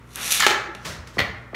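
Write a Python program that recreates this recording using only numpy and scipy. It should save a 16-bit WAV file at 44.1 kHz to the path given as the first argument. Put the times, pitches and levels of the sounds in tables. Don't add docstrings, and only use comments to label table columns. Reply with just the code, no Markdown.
import sys
import numpy as np
from scipy import signal
from scipy.fft import rfft, irfft
from scipy.io import wavfile

SR = 44100
rng = np.random.default_rng(int(sys.argv[2]) if len(sys.argv) > 2 else 0)


def transcribe(signal):
    frames = np.atleast_2d(signal).T
    limited = np.clip(frames, -1, 1)
    pcm = np.round(limited * 32767).astype(np.int16)
    wavfile.write(sys.argv[1], SR, pcm)


N = 68355
T = np.arange(N) / SR


def amp(db):
    return 10 ** (np.asarray(db) / 20)


def unit(x):
    return x / np.sqrt(np.mean(x ** 2) + 1e-20)


def read(points, hz):
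    f, value = np.transpose(points)
    return np.interp(np.log(hz + 1), np.log(f + 1), value)


def convolve(x, response):
    return signal.fftconvolve(x, response)[:N]


def delay(x, s):
    return np.concatenate([np.zeros(round(s * SR)), x])[:N]


def wobble(s):
    lowpass = np.exp(-(np.fft.rfftfreq(N, 1 / SR) * s) ** 2)
    return unit(irfft(rfft(rng.standard_normal(N)) * lowpass, N))


def colour(x, spectrum, tilt_db=0, size=4096):
    hz = abs(np.fft.fftfreq(size, 1 / SR))
    db = np.maximum(read(spectrum, hz), -90) + tilt_db * np.log2(np.maximum(hz, 500))
    response = np.exp(np.conj(signal.hilbert(np.log(amp(db)))))
    taps = np.fft.ifft(response).real[:size // 2]
    return convolve(x, taps / np.linalg.norm(taps))


def resonate(x, hz, width):
    turn = np.exp(2j * np.pi * np.cumsum(hz * np.ones(N)) / SR)
    pole = np.exp(-np.pi * width / SR)
    baseband = signal.lfilter([1], [1, -pole], x / turn + 1e-18)
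    return np.sqrt(2 * (1 - pole * pole)) * (turn * baseband).real


def envelope(start, decay, rise):
    age = np.maximum(T - start, 0)
    return np.minimum(age / rise, 1) * np.exp(-np.maximum(age - rise, 0) / decay)


def burst(start, db, decay, rise=0.00021):
    shape = envelope(start, decay, rise)
    x = shape * rng.choice([-1., 1.], N)
    first = int(np.argmax(shape > 0))
    onset = slice(first, first + 4096)
    bound = shape[onset]
    for _ in range(6):
        flat = irfft(np.exp(1j * np.angle(rfft(x[onset], 8192))))[:len(bound)]
        x[onset] = np.clip(flat * np.linalg.norm(bound), -2 * bound, 2 * bound)
    return amp(db) * x


# (frequency [Hz], T60 [s])
REVERB_TIMES = [(60, 0.96), (250, 0.68), (700, 0.77), (1500, 0.81), (3000, 0.46), (6000, 0.45),
                (10000, 0.31), (16000, 0.32)]

def room(x, db, build_s=0.011):
    flat = irfft(np.exp(2j * np.pi * rng.random(4097)))
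    noise = np.concatenate([unit(flat), rng.standard_normal(N)])
    hz, t, bands = signal.stft(noise, SR, nperseg=256)
    decay = amp(-60 * t / read(REVERB_TIMES, hz)[:, None])
    tail = signal.istft(bands * decay, SR, nperseg=256)[1][:N] * np.minimum(T / build_s, 1)
    return amp(db) * convolve(x, tail / np.linalg.norm(tail))


# (frequency [Hz], relative level [dB])
AIR_SPECTRUM = [(15, -32.5), (25, -15.5), (128, -1.5), (186, -8), (250, -14.5), (318, -7), (655, -16.5),
                (1390, -12), (1630, -19), (1910, -16.5), (4620, -34.5), (5280, -33.5), (15000, -45)]
# (frequency [Hz], rms level [dB])
HUM_PARTIALS = [(60, -51.5), (119.7, -50), (239, -57.5)]

def background():
    hum = sum(amp(db) * np.sqrt(2) * np.sin(2 * np.pi * (hz * T + rng.random()))
              for hz, db in HUM_PARTIALS)
    gain = amp(read(AIR_SPECTRUM, np.fft.rfftfreq(N, 1 / SR)))
    air = irfft(rfft(rng.standard_normal(N)) * gain, N)
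    return hum + amp(-49) * unit(air)


# (time [s], relative level [dB], rise [s], decay [s])
NET_BRUSHES = [(0.776, -47.5, 0.08, 0.026), (0.846, -27, 0.0093, 0.034), (1.07, -36, 0.0051, 0.0054),
               (1.126, -46, 0.024, 0.049)]
# (frequency [Hz], relative level [dB])
NET_SPECTRUM = [(88, -32), (150, 1.5), (273, -11), (612, -5.5), (818, -14.5), (900, -8.5), (1870, -7),
                (2650, -10), (5610, -11.5), (15000, -29.5)]

def net():
    rubbing = sum(burst(s, db, decay, rise) for s, db, rise, decay in NET_BRUSHES)
    swish = colour(rubbing, NET_SPECTRUM)
    return amp(-2.5) * swish + room(swish, -2.5, build_s=0.0078)


# (time [s], level [dB], frequency [Hz], decay [s])
GOAL_THUDS = [(0.854, -43, 159, 0.03), (0.884, -35.5, 88.7, 0.052), (0.983, -30.5, 79.5, 0.014),
              (1.177, -26.5, 143, 0.013), (1.205, -26, 92.8, 0.031), (1.269, -38.5, 70, 0.051),
              (1.275, -38.5, 195, 0.018)]

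def goal_thuds():
    thuds = sum(amp(db) * envelope(s, decay, rise=0.0089) * np.sin(2 * np.pi * hz * (T - s))
                for s, db, hz, decay in GOAL_THUDS)
    return thuds + room(thuds, -10)


def slab_chirp(arrival):
    air_travel_s, coincidence_hz = 0.0198, 94.3
    age = np.maximum(T - arrival + air_travel_s, 1 / SR)
    hz = coincidence_hz * (air_travel_s / age) ** 2
    db = read([(60, -42), (130, -7), (300, -3.5), (650, 1), (1300, -19), (3000, -23), (6000, -90)], hz)
    phase = 2 * np.pi * hz * age + 0.54 * wobble(0.00091)
    return amp(db) * np.sin(phase) * (hz < SR / 4) * (age < 2 * air_travel_s)


# (frequency [Hz], relative level [dB], T60 [s])
FRAME_MODES = [(527, -6.5, 0.37), (1034, -13, 0.63), (1938, 2, 0.37), (1968, 4.5, 0.23), (2230, -12, 0.17),
               (2300, 1, 0.22), (3150, -8, 0.16), (4300, -3, 0.26)]

def frame_ring(start):
    age = np.maximum(T - start, 0)
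    return sum(amp(db - 60 * age / t60) * np.sin(2 * np.pi * hz * age) for hz, db, t60 in FRAME_MODES)


# (time [s], knock gain [dB], frame gain [dB], slab gain [dB])
LANDINGS = [(1.1838, -17, 0.5, 4), (1.5455, -19.5, -7.5, -1)]
# (frequency [Hz], relative level [dB])
KNOCK_SPECTRUM = [(30, -23), (100, -9), (190, -7), (320, -13), (550, -7), (900, -12), (1650, -8), (1950, 1),
                  (2400, -7.5), (3100, -8.5), (4400, -14.5), (5200, -20.5), (8500, -34.5), (15000, -36.5)]
# (delay [s], gain [dB])
FAR_REFLECTIONS = [(.005, 5.5), (.0075, 5), (.0155, 2.5), (0.0193, 2.5), (.029, -2.5)]

def knocks():
    paths = [(0.0029, 0)] + FAR_REFLECTIONS
    hits, vibration = np.zeros(N), np.zeros(N)
    for s, db, frame_db, slab_db in LANDINGS:
        blows = sum(burst(s + late, db + path_db, 0.003, rise=0.0016) for late, path_db in paths)
        hits += colour(blows, KNOCK_SPECTRUM)
        vibration += amp(frame_db) * frame_ring(s) + amp(slab_db) * slab_chirp(s)
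    return hits + room(hits, -6, build_s=0.013) + amp(-26) * vibration


# (time [s], level [dB])
DRAG_LEVELS = [(0.03, -79), (0.1, -57), (0.15, -43.5), (0.2, -38.5), (0.245, -28.5), (0.29, -26.5),
               (0.32, -22), (0.37, -23), (0.405, -31.5), (0.425, -52), (0.46, -32), (0.5, -33.5),
               (0.53, -65)]
# (frequency [Hz], relative level [dB])
GRIT_SPECTRUM = [(120, -35), (200, -1), (227, -37), (283, -13.5), (379, -35), (438, -15), (631, -14),
                 (1050, -13.5), (2860, 1.5), (3140, -4.5), (3500, 2.5), (5220, -7.5), (5620, 1), (7520, -6),
                 (11400, -3.5), (15600, -22)]
# (time [s], level [dB], decay [s], tilt [dB/octave])
GRIT_CATCHES = [(0.1578, -20, 0.0013, 7), (0.3105, -18.5, 0.0038, 12.5), (0.3204, -9.5, .0028, 0.5),
                (0.3245, -14.5, 0.0022, 6.5), (0.347, -19, 0.0012, -0.5), (0.3753, -15.5, 0.001, -3),
                (0.4015, -15.5, .003, -3), (0.7495, -29, 0.0034, -7)]
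# (time [s], level [dB], decay [s])
BLADE_SKIDS = [(0.4014, -15, .005)]

def drag():
    grains_per_s, spread_db, judder_db = 4500, 3.5, 2
    sizes = amp(spread_db * np.minimum(rng.exponential(1, N), 4) + judder_db * wobble(0.0018))
    grains = unit(sizes * rng.choice([-1., 1.], N) * (rng.random(N) < grains_per_s / SR))
    level = np.interp(T, *np.transpose(DRAG_LEVELS), right=-120)
    scrape = colour(grains * amp(level), GRIT_SPECTRUM)
    rubbing = burst(0.1504, -34.5, 0.22, rise=0.025) * (T < FLOOR_SLAPS[0][0])
    slide = colour(rubbing, [(60, -26.5), (190, -3), (300, -8), (800, -5), (1450, 1), (2600, -2),
                             (5000, -16), (15000, -41)])
    catches = sum(colour(burst(s, db, decay), GRIT_SPECTRUM, tilt)
                  for s, db, decay, tilt in GRIT_CATCHES)
    squeak = resonate(sum(burst(*skid) for skid in BLADE_SKIDS), hz=7080, width=530)
    sustained, sharp = scrape + slide, catches + squeak
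    return sustained + sharp + room(sustained, -5.5) + room(sharp, -4.5)


# (frequency [Hz], bandwidth [Hz], gain in the chatter [dB], gain in the slap [dB])
STICK_MODES = [(433, 31, -26, -1.5), (885, 126, -10.5, -1.5), (1353, 82, -5, 3.5), (1781, 38, 3, -8),
               (2124, 110, -4.5, -1), (3034, 67, -4.5, 0), (4130, 400, -13, -9)]

def stick(drive, slapped, tuning=1):
    return sum(amp(slap_db if slapped else chatter_db) * resonate(drive, hz * tuning, width)
               for hz, width, chatter_db, slap_db in STICK_MODES)


# (time [s], relative level [dB], decay [s])
CHATTER_CONTACTS = [(0.395, -18.5, 0.0078), (0.4031, -13.5, 0.012), (0.4215, -11.5, 0.0073),
                    (0.429, -12.5, 0.0106), (0.441, -19, 0.0084), (0.447, -13.5, 0.0042)]
# (frequency [Hz], relative level [dB])
CHATTER_SPECTRUM = [(100, -38), (600, -21.5), (880, 4.5), (1400, 3.5), (2100, 2), (2500, -7), (4000, 0.5),
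                    (5000, -5.5), (7000, -12), (15000, -48)]

def chatter():
    drive = sum(burst(s, db, decay, rise=0.0016) for s, db, decay in CHATTER_CONTACTS)
    sink_per_s, mid_flex_s = 1.74, 0.425
    tuning = 1 - sink_per_s * np.clip(T - mid_flex_s, -0.05, 0.05)
    body = stick(drive, slapped=False, tuning=tuning)
    direct = amp(-8.5) * body + amp(-7) * colour(drive, CHATTER_SPECTRUM)
    return direct + room(direct, -8, build_s=0.049)


# (peak time [s], level [dB], frequency [Hz], time constant [s])
HOLLOW_SWELLS = [(0.696, -34.5, 339, 0.0099)]

def hollow_tone():
    return sum(amp(db) / np.cosh(np.minimum(abs(T - s) / tau, 20)) * np.sin(2 * np.pi * hz * T)
               for s, db, hz, tau in HOLLOW_SWELLS)


# (time [s], level [dB], decay [s])
FLOOR_SLAPS = [(0.4655, -3, 0.002), (0.469, -7, 0.0014), (0.4747, -14, 0.0026)]
# (frequency [Hz], relative level [dB])
SLAP_SPECTRUM = [(30, -32), (160, -22), (235, -3.5), (280, -3.5), (345, -7), (420, 1), (480, 1),
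                 (570, -5.5), (800, 1.5), (1100, -3.5), (2500, -0.5), (4200, -3.5), (5100, -16),
                 (6500, -8.5), (10000, -25.5), (15000, -43.5)]
# (delay [s], gain [dB])
NEAR_REFLECTIONS = [(0.0159, -11), (.034, -15.5), (.042, -12.5), (.048, -16), (.058, -31), (.117, -51)]

def slap():
    drive = sum(burst(*blow) for blow in FLOOR_SLAPS)
    crack = colour(drive, SLAP_SPECTRUM) + amp(-10.5) * stick(drive, slapped=True)
    echoes = sum(amp(db) * delay(crack, s) for s, db in NEAR_REFLECTIONS)
    return crack + echoes + room(crack, -6.2, build_s=0.033)


def scene():
    shot = drag() + chatter() + slap() + hollow_tone()
    goal = net() + goal_thuds() + knocks()
    return (shot + goal + background())[None]


def record(dry):
    low_cut_hz, high_cut_hz, ceiling = 42, 15750, 0.95
    thin = signal.sosfilt(signal.butter(4, low_cut_hz, "highpass", fs=SR, output="sos"), dry)
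    saturated = thin / (1 + (thin / ceiling) ** 6) ** (1 / 6)
    lowpass = signal.firwin(511, high_cut_hz, window=("kaiser", 9), fs=SR)
    return signal.oaconvolve(0.95 * saturated, lowpass[None], "same")


dry = scene()
out = record(dry)
transcribe(out)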